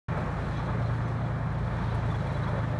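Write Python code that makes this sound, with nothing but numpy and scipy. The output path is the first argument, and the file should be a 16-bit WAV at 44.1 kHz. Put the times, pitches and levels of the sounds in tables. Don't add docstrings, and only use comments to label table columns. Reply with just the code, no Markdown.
import sys
import numpy as np
from scipy import signal
from scipy.fft import rfft, irfft
from scipy.io import wavfile
from scipy.ndimage import uniform_filter1d

SR = 44100
rng = np.random.default_rng(int(sys.argv[2]) if len(sys.argv) > 2 else 0)


def to_linear_factor(level_db):
    exponent = np.asarray(level_db, float) / 20
    return 10 ** exponent


def bounce(signal):
    frames = np.transpose(np.atleast_2d(signal))
    limited = np.clip(frames, -1, 1)
    pcm = np.round(limited * 32767).astype(np.int16)
    wavfile.write(sys.argv[1], SR, pcm)


N = 123039
CYLINDERS = 12

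# time in seconds, firing rate in Hz, mean level in dB rms.
FIRING = [(0.1, 117.5, -34.5), (0.3, 116.3, -39.5), (0.5, 115.6, -36), (0.7, 115.7, -32.5),
          (0.9, 115.8, -30), (1.1, 116, -30.5), (1.3, 116.2, -32), (1.5, 117.3, -34), (1.65, 117, -34),
          (1.8, 114.8, -34), (1.95, 113, -28.5), (2.1, 109.5, -31), (2.25, 109.3, -36.5),
          (2.4, 111.8, -34.5), (2.55, 112.5, -32), (2.75, 115.8, -32.5)]


def level(x, db):
    return x * to_linear_factor(db) / np.sqrt(np.mean(x ** 2))


def curve(table, column=1):
    rows = np.array(table, float)
    return np.interp(np.arange(N) / SR, rows[:, 0], rows[:, column])


def walk(rate_hz):
    hold = int(SR / rate_hz)
    held = rng.standard_normal(400)[np.arange(N) // hold]
    smooth = uniform_filter1d(uniform_filter1d(held, hold), hold)
    return 1.3 * smooth


def flickering_noise(colour):
    flicker_db, flicker_hz = 0.92, 12.04
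    hz = np.maximum(np.arange(N // 2 + 1) * SR / N, 1)
    rows = np.array(colour, float)
    density_db = np.interp(np.log(hz), np.log(rows[:, 0]), rows[:, 1], -90, -90)
    shaped = rfft(rng.standard_normal(N)) * to_linear_factor(density_db)
    place = 2 * np.log2(hz / 10)
    out = 0
    for band in range(22):
        weight = np.clip(1 - abs(place - band), 0, 1)
        out = out + irfft(shaped * weight, N) * to_linear_factor(flicker_db * walk(flicker_hz))
    return out


def knocks():
    rate_per_s, spread_db, tail_s = 70, 3, 0.0089
    chance, strength = rng.random((N, 2)).T
    blows = (chance < rate_per_s / SR) * to_linear_factor(spread_db * (2 * strength - 1))
    fall = np.exp(-1 / (tail_s * SR))
    soft_blows = uniform_filter1d(blows, size=60)
    return level(signal.lfilter([1], [1, -fall], soft_blows), 0)


def bursts(events):
    t, gain = np.arange(N) / SR, np.ones(N)
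    for at, db, length in events:
        age = np.maximum(t - at, 0) / length * 2
        gain += (to_linear_factor(db) - 1) * np.e * age * np.exp(-age)
    return gain


def ring(modes, events):
    out, swell = 0, bursts(events)
    for hz, db, t60 in modes:
        r = np.exp(-np.log(1000) / (t60 * SR))
        turn = np.cos(2 * np.pi * hz / SR)
        poles = [1, -2 * r * turn, r * r]
        wide_poles = [1, -2 * r ** 4 * turn, r ** 8]
        blows = (knocks() + swell - 1) * rng.standard_normal(N)
        ringing = signal.lfilter([1], wide_poles, signal.lfilter([1, 0, -1], poles, blows))
        out = out + level(ringing, db)
    return level(out, 0)


def rough_tone(at, length, from_hz, to_hz, db, wobble_hz):
    part = np.clip((np.arange(N) / SR - at) / length, 0, 1)
    hz = from_hz + (to_hz - from_hz) * part ** 2 + wobble_hz * walk(60)
    swell = to_linear_factor(db + 2.5 * walk(70)) * np.sin(np.pi * part)
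    return swell * np.sqrt(2) * np.cos(2 * np.pi * np.cumsum(hz) / SR)


def groan():
    # start in seconds, length in seconds, first and last frequency in Hz,
    # mean rms level in dB at the height of the swell.
    fall = (2.505, 0.14, 600, 490, -38.5)
    return rough_tone(*fall, wobble_hz=22)


def ticks():
    # start in seconds, level in dB before the rise and decay factors.
    snaps = [(.173, -62), (.482, -64), (1.079, -63), (1.52, -65), (1.943, -56.5), (2.055, -62),
             (2.107, -61), (2.155, -63), (2.264, -61), (2.321, -61), (2.366, -62), (2.48, -62)]
    rise_s, decay_s = .003, 0.013
    t, shape = np.arange(N) / SR, np.zeros(N)
    for at, db in snaps:
        age = np.maximum(t - at, 0)
        shape += to_linear_factor(db) * (1 - np.exp(-age / rise_s)) * np.exp(-age / decay_s)
    band = signal.butter(2, [4000, 11000], "band", fs=SR, output="sos")
    bright = signal.sosfilt(band, rng.standard_normal(N))
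    return level(bright, 0) * shape


def squeaks():
    # start in seconds, frequency in Hz,
    # mean rms level in dB at the height of the swell.
    chirps = [(.505, 4120, -63), (.555, 3340, -59), (.85, 4100, -60), (1.777, 3418, -57),
              (1.82, 3420, -56.5), (1.86, 3380, -73), (1.9, 3920, -61), (2.04, 3978, -73),
              (2.098, 3420, -55), (2.138, 3333, -55), (2.2, 3864, -62), (2.252, 3430, -60.5),
              (2.292, 3920, -60), (2.34, 3950, -57.5), (2.358, 3438, -56.5), (2.425, 3876, -57),
              (2.468, 3360, -56), (2.55, 3910, -59.5), (2.58, 3450, -59)]
    length_s, wobble_hz = 0.027, 50.8
    glides = 1 + .008 * rng.standard_normal(len(chirps))
    out = 0
    for (at, hz, db), glide in zip(chirps, glides):
        out = out + rough_tone(at, length_s, hz, hz * glide, db, wobble_hz)
    return out


def tracks():
    # frequency in Hz, relative density in dB per Hz.
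    grind_colour = [(1410, -24.5), (2400, -3.5), (2760, -7), (3410, -6.5), (4020, -7), (4910, -16),
                    (5460, -16), (8510, -23), (11700, -31), (15200, -63.5), (22000, -120)]
    # frequency in Hz, relative level in dB, 60 dB decay in seconds.
    steel_modes = [(2363, 3, 0.043), (3376, 0, 0.027), (3860, -5.5, 0.02), (4106, -3.5, 0.053),
                   (5430, -11, 0.015), (6140, -11.5, 0.06)]
    # start in seconds, peak in dB over the steady
    # knocking (a negative one lessens it), length in seconds.
    scrapes = [(.56, 11, .03), (1.78, 3, 0.043), (1.94, -6, 0.022), (2.096, 1, .05), (2.293, 2, 0.069),
               (2.472, 7, 0.026)]
    # time in seconds, level of the grinding in dB rms.
    rattle_course = [(.1, -57.5), (.19, -55), (.3, -57.5), (.55, -55.5), (.75, -57.5), (1.1, -58),
                     (1.4, -60), (1.65, -58), (1.85, -55.5), (2.12, -55), (2.35, -55), (2.55, -56),
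                     (2.78, -57)]
    knock_depth, ring_db = 0.17, -6.5
    grind = level(flickering_noise(grind_colour) * (1 + knock_depth * knocks()), 0)
    return (grind + to_linear_factor(ring_db) * ring(steel_modes, scrapes)) * to_linear_factor(curve(rattle_course))


def roar(cycle):
    # frequency in Hz, relative density in dB per Hz.
    gas_colour = [(110, -30.5), (180, -3), (225, -9.5), (446, -13), (605, -11.5), (793, -13), (1180, -14),
                  (1750, -19), (2370, -28), (2640, -39), (3000, -40.5), (3900, -54), (6600, -120)]
    # frequency in Hz, relative density in dB per Hz.
    rumble_colour = [(8, -18.5), (28, -18), (40, -14), (55, -4), (76, -6), (100, -0.5), (170, -7),
                     (230, -10.5), (300, -28.5)]
    # time in seconds, level of the gas and fan noise in dB rms.
    roar_course = [(0.1, -35.5), (0.14, -35.5), (0.19, -34), (0.25, -36.5), (1.67, -38.5), (1.79, -37),
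                   (2.19, -37), (2.37, -36.5), (2.43, -36.5), (2.61, -37.5), (2.78, -41.5)]
    # frequency in Hz, relative level in dB, 60 dB decay in seconds.
    hull_modes = [(254, -4.5, 0.079), (428.7, -5, 0.098), (513, -2, 0.15), (594, 0.5, 0.082),
                  (680.4, -2.5, 0.16), (882, -1, 0.067), (1157, -3, 0.034), (1783, -8.5, 0.029)]
    # time in seconds, level in dB over the gas and fan noise.
    hull_course = [(.1, -8), (1.4, -8.5), (2.1, -8), (2.78, -4.5)]
    # start in seconds,
    # peak in dB over the steady knocking, length in seconds.
    jolts = [(0.158, 2, 0.026), (0.27, 3.5, 0.019), (0.675, 4, 0.051), (0.89, 2.5, 0.018),
             (1.092, 2.5, 0.019), (1.798, 3.5, 0.018), (1.912, 2, 0.021), (2.254, 1, 0.016),
             (2.355, 0.5, 0.027), (2.526, 3.5, 0.046), (2.631, 7.5, 0.011), (2.693, 7, 0.07)]
    puff_depth, puff_turns, jolt_flare = 0.099, .9, 0.43
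    puff = cycle - 2 * np.pi * puff_turns
    throb = 1 + puff_depth * (np.cos(puff) / 2 + np.cos(2 * puff))
    flare = bursts(jolts) ** jolt_flare
    gas = level(flickering_noise(gas_colour) * throb * flare, 0)
    hull = to_linear_factor(curve(hull_course)) * ring(hull_modes, jolts)
    rumble = level(flickering_noise(rumble_colour), -43)
    return (gas + hull) * to_linear_factor(curve(roar_course)) + rumble


def drone(cycle):
    # multiple of the cycle rate, mean level in dB rms.
    cycle_tones = [(4, -56.5), (5, -54), (6, -41), (7, -53.5), (8, -73.5), (9, -41), (10, -56.5), (11, -55),
                   (13, -52.5), (14, -67), (15, -37.5), (16, -59), (17, -41), (18, -50), (19, -49.5),
                   (20, -54.5), (21, -51.5), (22, -68), (24, -56), (27, -53.5)]
    firing_strengths = [0, .4, 3.7, -5.6, .4, .7, 2.4, -2.5, -3, .7, 0, -.8]
    waver_db, waver_hz = 1.38, 4.39
    slip_rad, smear_rad = .14, .123
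    firing_gain = to_linear_factor(curve(FIRING, column=2) + 0.67 * walk(12.6))
    out = firing_gain * np.cos(CYLINDERS * cycle + slip_rad * walk(8.3))
    uneven = np.angle(np.fft.fft(to_linear_factor(np.array(firing_strengths))))
    for k, db in cycle_tones:
        k = round(k)
        smear = smear_rad * (k - CYLINDERS) ** 2
        phase = uneven[k % CYLINDERS] - smear + slip_rad * walk(2.99)
        out = out + to_linear_factor(db + waver_db * walk(waver_hz)) * np.cos(k * cycle + phase)
    return -np.sqrt(2) * out


def scene():
    start_turns = .174
    cycle = 2 * np.pi * (np.cumsum(curve(FIRING)) / CYLINDERS / SR + start_turns)
    return (groan() + ticks() + squeaks() + tracks() + roar(cycle) + drone(cycle))[None]


def top_cut(x):
    return signal.sosfilt(signal.butter(12, 11840, fs=SR, output="sos"), x)


def record(dry):
    on_s, fade_s, top_hz = 0.083, 0.0021, 11750
    on = np.clip((np.arange(N) / SR - on_s) / fade_s, 0, 1)
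    low_pass = signal.ellip(8, .2, 60, top_hz, fs=SR, output="sos")
    dull = signal.sosfilt(low_pass, dry * on)
    return top_cut(dull)


dry = scene()
out = record(dry)
bounce(out)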